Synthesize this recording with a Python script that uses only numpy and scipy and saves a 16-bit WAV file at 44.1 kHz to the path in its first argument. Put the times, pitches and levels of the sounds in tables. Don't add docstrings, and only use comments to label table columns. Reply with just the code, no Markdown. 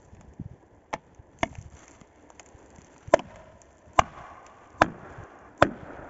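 import sys
import numpy as np
from scipy import signal
from scipy.fft import rfft, irfft
from scipy.io import wavfile
from scipy.ndimage import uniform_filter1d

SR = 44100
rng = np.random.default_rng(int(sys.argv[2]) if len(sys.argv) > 2 else 0)


def int16_out(signal):
    q = np.round(np.clip(np.atleast_2d(signal).T, -1, 1) * 32767)
    wavfile.write(sys.argv[1], SR, q.astype(np.int16))


def magnitude_from_level(level_db):
    exponent = np.asarray(level_db, float) / 20
    return 10 ** exponent


N = 268569


def evened(x):
    return x / np.sqrt(np.mean(x ** 2) + 1e-20)


def read(points, hz):
    f, value = np.transpose(points)
    return np.interp(np.log(hz + 1), np.log(f + 1), value)


def coloured(x, points):
    hz = np.fft.rfftfreq(len(x), 1 / SR)
    return irfft(rfft(x) * magnitude_from_level(read(points, hz)), len(x))


def curve(rows):
    return magnitude_from_level(np.interp(np.arange(N) / SR, *np.transpose(rows)))


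def swells(rows, rest_db):
    t = np.arange(0, N + 64, 64) / SR
    power = magnitude_from_level(rest_db) ** 2
    for middle, length, db in rows:
        power = power + magnitude_from_level(db - 24 * ((t - middle) / length) ** 2) ** 2
    return np.interp(np.arange(N) / SR, t, np.sqrt(power))


def flicker(size, depth_db):
    wander = uniform_filter1d(uniform_filter1d(rng.standard_normal(N), size), size)
    return magnitude_from_level(depth_db * evened(wander))


def add(mix, s, sound):
    part = mix[round(s * SR):][:len(sound)]
    part += sound[:len(part)]


def ring(x, hz, width):
    r = np.exp(-np.pi * width / SR)
    return signal.lfilter([1 - r, 0, r - 1], [1, -2 * r * np.cos(2 * np.pi * hz / SR), r * r], x)


# (time [s], level [dB])
BREEZE = [(0, -61.5), (1.37, -63.5), (1.95, -63), (2.78, -58), (3.5, -66.5), (4.1, -61), (4.65, -61.5),
          (5.0, -52.5), (5.45, -58), (5.85, -51.5), (6.09, -52.5)]
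# (frequency [Hz], level [dB per Hz])
CROWN_COLOUR = [(88, -45), (150, -18.5), (284, 6), (334, 3.5), (661, -0.5), (987, -3.5), (1250, -21),
                (1760, -10), (3430, -42), (3750, -44.5), (5200, -36), (6760, -72), (11400, -120)]


def air():
    gusts = flicker(1500, 1.2)
    return curve(BREEZE) * magnitude_from_level(3.0) * gusts * evened(coloured(rng.standard_normal(N), CROWN_COLOUR))


# (middle [s], length [s], level [dB])
GUSTS = [(.3, 0.57, -44), (.95, 0.48, -53.5), (1.6, 0.3, -42.5), (2.0, 0.083, -52), (2.75, 0.81, -53.5),
         (3.4, 0.35, -44.5), (3.75, 0.21, -52.5), (4.15, 0.55, -51), (4.82, 0.13, -41), (5.12, .15, -42),
         (5.5, 0.12, -47), (5.9, 0.23, -54)]
# (frequency [Hz], level [dB])
WIND_COLOUR = [(20, -14.5), (40, 3.5), (70, 15), (130, 6), (220, 4), (400, -30.5)]
# (time [s], peak level [dB], frequency [Hz])
PUFFS = [(0.084, -48.5, 108), (0.139, -39, 88), (0.194, -41, 95), (0.4, -25, 197), (0.415, -27.5, 128),
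         (0.461, -29, 114), (0.515, -35.5, 107), (0.538, -41.5, 137), (1.199, -37.5, 85), (1.517, -37, 112),
         (1.588, -28, 99), (1.612, -36.5, 113), (1.66, -36.5, 101), (1.741, -41, 115), (2.552, -40.5, 85),
         (2.789, -37, 162), (3.085, -30, 101), (3.199, -30, 239), (4.208, -39, 131), (4.911, -39, 209),
         (4.968, -40, 170), (5.034, -37, 140), (5.188, -33.5, 105), (5.204, -35, 98), (5.233, -39.5, 98),
         (5.764, -40, 172), (2.018, -38.5, 180), (5.833, -32.5, 137), (5.994, -40, 104), (6.034, -38, 82)]
CALM_DB = -56.5
PUFF_CYCLES = 0.87


def wind():
    lumps = flicker(900, 3.5)
    rumble = evened(coloured(rng.standard_normal(N), WIND_COLOUR))
    out = swells(GUSTS, CALM_DB) * magnitude_from_level(-10.0) * lumps * rumble
    t = np.arange(-1300, 1300) / SR
    for (s, db, hz), turn in zip(PUFFS, rng.random((len(PUFFS), 1))):
        shape = np.exp(-np.log(16) * (t * hz / PUFF_CYCLES) ** 2)
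        add(out, s + t[0], magnitude_from_level(db) * shape * np.cos(2 * np.pi * (hz * t + turn)))
    return out


# (middle [s], length [s], effort [dB], crispness [dB])
MOVES = [(0.03, 0.2, -64, -6.5), (1.06, 0.26, -60.5, -23), (1.534, 0.2, -54, -8), (1.854, 0.22, -51, -8.5),
         (2.187, 0.9, -59, -15.5), (2.45, 0.29, -59.5, -10), (2.83, 0.52, -54, -12.5),
         (3.284, 0.38, -51, -23.5), (3.715, .4, -61, -10.5), (4.142, 0.28, -46, -32.5),
         (4.62, 0.61, -56, -19), (5.16, .3, -53.5, -20), (5.852, 0.51, -52.5, -31), (6.09, 0.29, -65, -10)]
REST_DB, REST_CRISP_DB = -66.5, -14
JOLT_DB, JOLT_S = -56.5, 0.058


def crispness():
    jolts = [(s, JOLT_S, JOLT_DB) for s, *_ in BLOWS[1:]]
    crisp = [(s, length, db + crisp_db) for s, length, db, crisp_db in MOVES]
    return swells(crisp + jolts, REST_DB + REST_CRISP_DB)


# (frequency [Hz], level [dB])
FIZZ = [(3600, -36), (4500, -6.5), (5600, -30), (5900, 0), (6700, -4.5), (7500, -4)]
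# (frequency [Hz], level [dB])
CLOTH = [(300, 2), (700, -2.5), (1500, -1.5), (2300, -7), (3500, -12), (3800, -10.5), (5000, -19)]


def rustle():
    sizes = magnitude_from_level(4 * np.minimum(rng.exponential(1, N), 3))
    grains = evened(sizes * (rng.random(N) < 900 / SR) * rng.choice([-1, 1], N))
    clumps = flicker(130, 2.6) * flicker(1200, 1.8)
    fizz = clumps * evened(coloured(0.4 * grains + rng.standard_normal(N), [(3000, -50)] + FIZZ))
    cloth = clumps * evened(coloured(0.14 * grains + rng.standard_normal(N), CLOTH))
    effort = swells([move[:3] for move in MOVES], REST_DB)
    return crispness() * magnitude_from_level(5.0) * fizz + effort * magnitude_from_level(-7.5) * cloth


# (frequency [Hz], level [dB])
MICROPHONE_DIP = [(3400, -5.5), (3800, -5.5), (5400, 1.5), (5900, 3)]
CRACKLES_PER_S, CRACKLE_DB = 160, 5


def crackles():
    sizes = magnitude_from_level(4.5 * np.minimum(rng.exponential(1, N), 4))
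    train = (rng.random(N) < CRACKLES_PER_S / SR) * sizes * rng.choice([-1, 1], N)
    snaps = evened(ring(train, 7000, 1500)) + magnitude_from_level(-8) * evened(ring(train, 2200, 2200))
    return magnitude_from_level(CRACKLE_DB - 9) * crispness() * coloured(snaps, MICROPHONE_DIP)


# (time [s], peak level [dB], treble [dB re peak], body [dB re peak])
TICKS = [(0.1485, -49, -5.5, -3), (0.168, -46, -20, 1), (0.2102, -39.5, -6, 2), (0.3358, -50.5, -8, -15),
         (0.9287, -27.5, -34, 6), (1.1476, -49.5, -1, -6), (1.388, -44.5, -1, -9), (1.4078, -47, -35, -31),
         (1.5284, -49.5, -18, 13.5), (1.5525, -30.5, -12, -1.5), (1.5858, -43, -7, -28),
         (1.6137, -49, 1, -15), (1.8798, -37, -3, -4), (1.939, -73, -13, -27), (2.0125, -39.5, -6.5, 3),
         (2.302, -47, 3.5, 16), (2.3957, -26, -9, -6.5), (2.4607, -44, 0, -4), (2.7836, -44, -4, -16),
         (2.8454, -47.5, 2, 1), (2.9623, -43, -24, 5), (3.0746, -46, -4.5, -18), (3.1924, -21.5, -45, 0.5),
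         (3.358, -34.5, -12.5, -4), (3.6166, -44.5, 5, -14), (3.933, -54.5, 1, -10),
         (4.4648, -38.5, -5.5, -20), (4.8844, -46, -23, 12), (5.3884, -57, 0.5, 11), (5.5777, -48.5, 0, 0)]


def ticks():
    out, t = np.zeros(N), np.arange(900) / SR
    decay = np.exp(-t / 0.00057) + 0.13 * np.exp(-t / 0.0058)
    bursts = rng.standard_normal((len(TICKS), 900)) * decay * (1 - np.exp(-t / 0.00027))
    for (s, peak_db, treble_db, body_db), burst in zip(TICKS, bursts):
        parts = [ring(ring(burst, hz, w), hz, w) for hz, w in [(2020, 1230), (6570, 1800), (724, 430)]]
        levels = magnitude_from_level([peak_db, peak_db + treble_db + 3, peak_db + body_db])
        add(out, s, sum(g * p / abs(p).max() for g, p in zip(levels, parts)))
    return coloured(out, MICROPHONE_DIP)


# (frequency [Hz], level [dB])
CRACK = [(200, -17.5), (700, -76.5), (1600, 17), (3000, -27.5), (5000, -11), (6500, -2.5), (7600, -28)]


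def blow(peak_db, contact_ms, thump_db, wood, later_ms, again_db, share, crack_db):
    t = np.arange(SR // 5) / SR
    late = t - later_ms / 1000
    again = magnitude_from_level(again_db) * (late > 0) * np.exp(-abs(late) / .002)
    grip = (np.exp(-t * 1000 / contact_ms) + again) * (1 - np.exp(-t / 0.0012))
    chatter = rng.standard_normal(len(t)) * grip
    first_push = .5 * np.exp(-((t - .0003) / .0001) ** 2)
    second_push = -.3 * magnitude_from_level(again_db) * np.exp(-(late / .0001) ** 2)
    drive = first_push + second_push + share * chatter
    tone = sum(magnitude_from_level(db) * ring(drive, hz, 0.55 * w + 55 + 0.012 * hz) for hz, w, db in wood)
    crack = magnitude_from_level(crack_db) * coloured(coloured(chatter, CRACK), MICROPHONE_DIP)
    knock = (tone + crack) * (t < 1 / 8)
    thump = np.sin(2 * np.pi * 82 * t) * np.exp(-((t - .005) / 0.0059) ** 2)
    return magnitude_from_level(peak_db) * knock / abs(knock).max() + magnitude_from_level(thump_db) * thump


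# (delay [s], level [dB])
NEAR = [(0.01, -16.5), (.021, -19.5), (.031, -31.5), (.040, -26.5)]
# (frequency [Hz], level [dB])
BARK = [(200, -3.5), (1500, -6), (3000, -6.5), (5000, -11), (7500, -34.5)]
# (delay [s], level [dB])
FAR = [(.005, 4), (0.042, -10), (0.088, -3), (.16, -12.5), (0.242, -1.5), (0.351, -3), (.55, -10.5),
       (0.851, -14.5), (1.3, -12)]
# (frequency [Hz], level [dB])
FAR_COLOUR = [(100, 5), (300, -1.5), (1000, 2), (2000, -3), (3500, -16), (6000, -15)]


def forest(sound, echo_db, stretch, tilt_db):
    t = np.arange(int(1.5 * SR)) / SR
    delay, db = np.transpose(FAR)
    taps = rng.choice([-1., 0., 1.], len(t), p=[.04, .92, .04])
    colour = [(hz, gain_db + tilt_db * np.log2(hz / 1000)) for hz, gain_db in FAR_COLOUR]
    swell_db = np.interp(t, delay * stretch, db, left=-90)
    tail = coloured(taps, colour) * magnitude_from_level(swell_db + echo_db - 22.0)
    near = np.zeros(len(t))
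    for s, near_db in NEAR:
        add(near, s, magnitude_from_level(near_db - 24.5) * rng.standard_normal(300) * np.hanning(300))
    tail += coloured(near, BARK)
    tail[0] = 1
    return signal.fftconvolve(sound, tail)


def shudder(db, start_hz, end_hz, t60):
    t = np.arange(SR // 2) / SR
    hz = end_hz + (start_hz - end_hz) * np.exp(-t / 0.11)
    turn = np.exp(2j * np.pi * np.cumsum(hz) / SR)
    r = np.exp(-np.pi * 130 / SR)
    slow = rng.standard_normal(len(t)) / turn
    for _ in range(2):
        slow = signal.lfilter([1 - r], [1, -r], slow)
    waves = (1 - np.exp(-t / .003)) * (1 + .8 * np.exp(-((t - .038) / .009) ** 2))
    return magnitude_from_level(db - 60 * t / t60) * waves * evened((turn * slow).real)


# (time [s], peak level [dB], contact length [ms], low thump [dB])
BLOWS = [
    (0.932, -15, 8.8, -46),
    (1.4300, -5, 3.8, -27),
    (3.1382, 1, 3.5, -27),
    (3.9910, 3.5, 1.92, -17.5),
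    (4.819, 6, 3.8, -21),
    (5.6246, 7.5, 4.5, -18.5),
]
# (frequency [Hz], width [Hz], level [dB])
WOOD_1 = [(300, 60, -22), (536, 24, -2.5), (670, 20, 3.5), (859, 35, 4.5), (1790, 160, -4.5),
          (2086, 60, -8.5), (2700, 130, -37)]
WOOD_2 = [(304, 68, 2), (670, 22, 7.5), (929, 14, 1), (1800, 29, -3.5), (2105, 160, 2.5), (2620, 58, -32),
          (3400, 62, -61)]
WOOD_3 = [(353, 59, -3), (589, 246, 14), (935, 260, -21), (1730, 390, -16), (2480, 77, -73.5),
          (2720, 180, -29.5), (3400, 130, -30)]
WOOD_4 = [(293, 47, -18), (683, 360, 4.5), (927, 340, 6), (1267, 400, -2.5), (1595, 200, -1.5),
          (1930, 140, -21.5), (2600, 110, -34.5), (2810, 44, -17), (3400, 730, -25)]
WOOD_5 = [(307, 22, 3), (669, 230, -1.6), (830, 120, 4), (953, 180, 2.5), (1235, 550, -1), (1597, 240, 0),
          (2180, 100, -22), (3130, 460, -8)]
WOOD_6 = [(335, 17, 15.5), (582, 30, 16.5), (692, 390, 15), (1000, 900, -8), (1362, 610, 16),
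          (1485, 110, -12.5), (2060, 150, -29), (2900, 250, -20)]
# (delay [ms], level [dB], chatter share [0-1], crack [dB])
REBOUND = [(5.8, 7.5, 0.44, -29), (1.935, 18, 0.11, -25), (2.817, 2.5, 0.25, -17), (2.34, -6, 0.36, -14.5),
           (1.3, -2.5, 0.09, -33.5), (1.31, -20, 0.08, -32)]
# (level [dB], delay [factor], tilt [dB per octave])
ECHOES = [(-39, 0.92, -9), (-34, 1.5, 2), (-31.5, 0.74, 3.5), (-27.5, 0.79, 3.5), (-33.5, 0.97, 3.4),
          (-29, 1.11, -1.5)]
# (level [dB], start frequency [Hz], end frequency [Hz], t60 [s])
SHUDDER = [(-35, 223, 120, 0.17), (-37, 240, 240, 0.27), (-40.5, 355, 100, 0.6), (-40, 220, 110, 0.43),
           (-31, 306, 124, 0.49), (-26.5, 370, 120, 0.4)]


def club():
    out, woods = np.zeros(N), (WOOD_1, WOOD_2, WOOD_3, WOOD_4, WOOD_5, WOOD_6)
    for (s, *hit), wood, again, echo, low in zip(BLOWS, woods, REBOUND, ECHOES, SHUDDER):
        add(out, s, forest(blow(*hit, wood, *again), *echo))
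        add(out, s, shudder(*low))
    return out


# (time [s], peak level [dB])
CLICKS = [(1.515, -53), (1.625, -41), (1.7335, -50), (1.751, -46), (1.793, -44.5), (2.4308, -47),
          (2.4887, -44), (2.6608, -45), (2.704, -47), (2.7612, -42.5), (2.8177, -38), (2.8675, -47),
          (2.9084, -56), (2.9807, -41.5), (3.7065, -56), (3.7824, -50), (4.7037, -49), (5.125, -47),
          (5.237, -48)]


def clicks():
    out, t = np.zeros(N), np.arange(300) / SR
    bursts = rng.standard_normal((len(CLICKS), 300)) * np.exp(-t / 0.00087)
    for (s, db), burst in zip(CLICKS, bursts):
        add(out, s, magnitude_from_level(db) * burst / abs(burst).max())
    return magnitude_from_level(14) * (ring(out, 7000, 2300) + magnitude_from_level(-20) * ring(out, 2600, 3000))


def scene():
    return (air() + wind() + rustle() + crackles() + ticks() + club() + clicks())[None]


SPLIT_HZ = [310, 700, 1015, 3600, 5900, 7560]
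# (width [Hz], level [dB])
SPLITS = [(50, -18), (165, -17), (70, -14), (70, -28), (70, -22), (110, -6)]


def limiter(x):
    loud = (x - np.clip(x, -.56, .56))[::-1]
    ahead = sum(magnitude_from_level(db + 18.5) * ring(loud, hz, w) for hz, (w, db) in zip(SPLIT_HZ, SPLITS))[::-1]
    ceiling = .93
    return ceiling * np.tanh((x + ahead) / ceiling)


def band_limit(x):
    return signal.sosfilt(signal.butter(12, 8910, fs=SR, output="sos"), x)


# (frequency [Hz], level [dB])
LIMITED_TONE = [(3500, 0.5), (3750, -8.5), (5000, -4.5), (5600, -2)]
EDGE_HZ = 7576
SQUASH = 0.069


def record(dry):
    held = limiter(dry[0])
    edge = signal.firwin(901, EDGE_HZ, window=("kaiser", 7), fs=SR)
    held = signal.oaconvolve(coloured(held, LIMITED_TONE), edge, "same")
    mix = (held - SQUASH * held ** 3)[None]
    return band_limit(mix)


dry = scene()
out = record(dry)
int16_out(out)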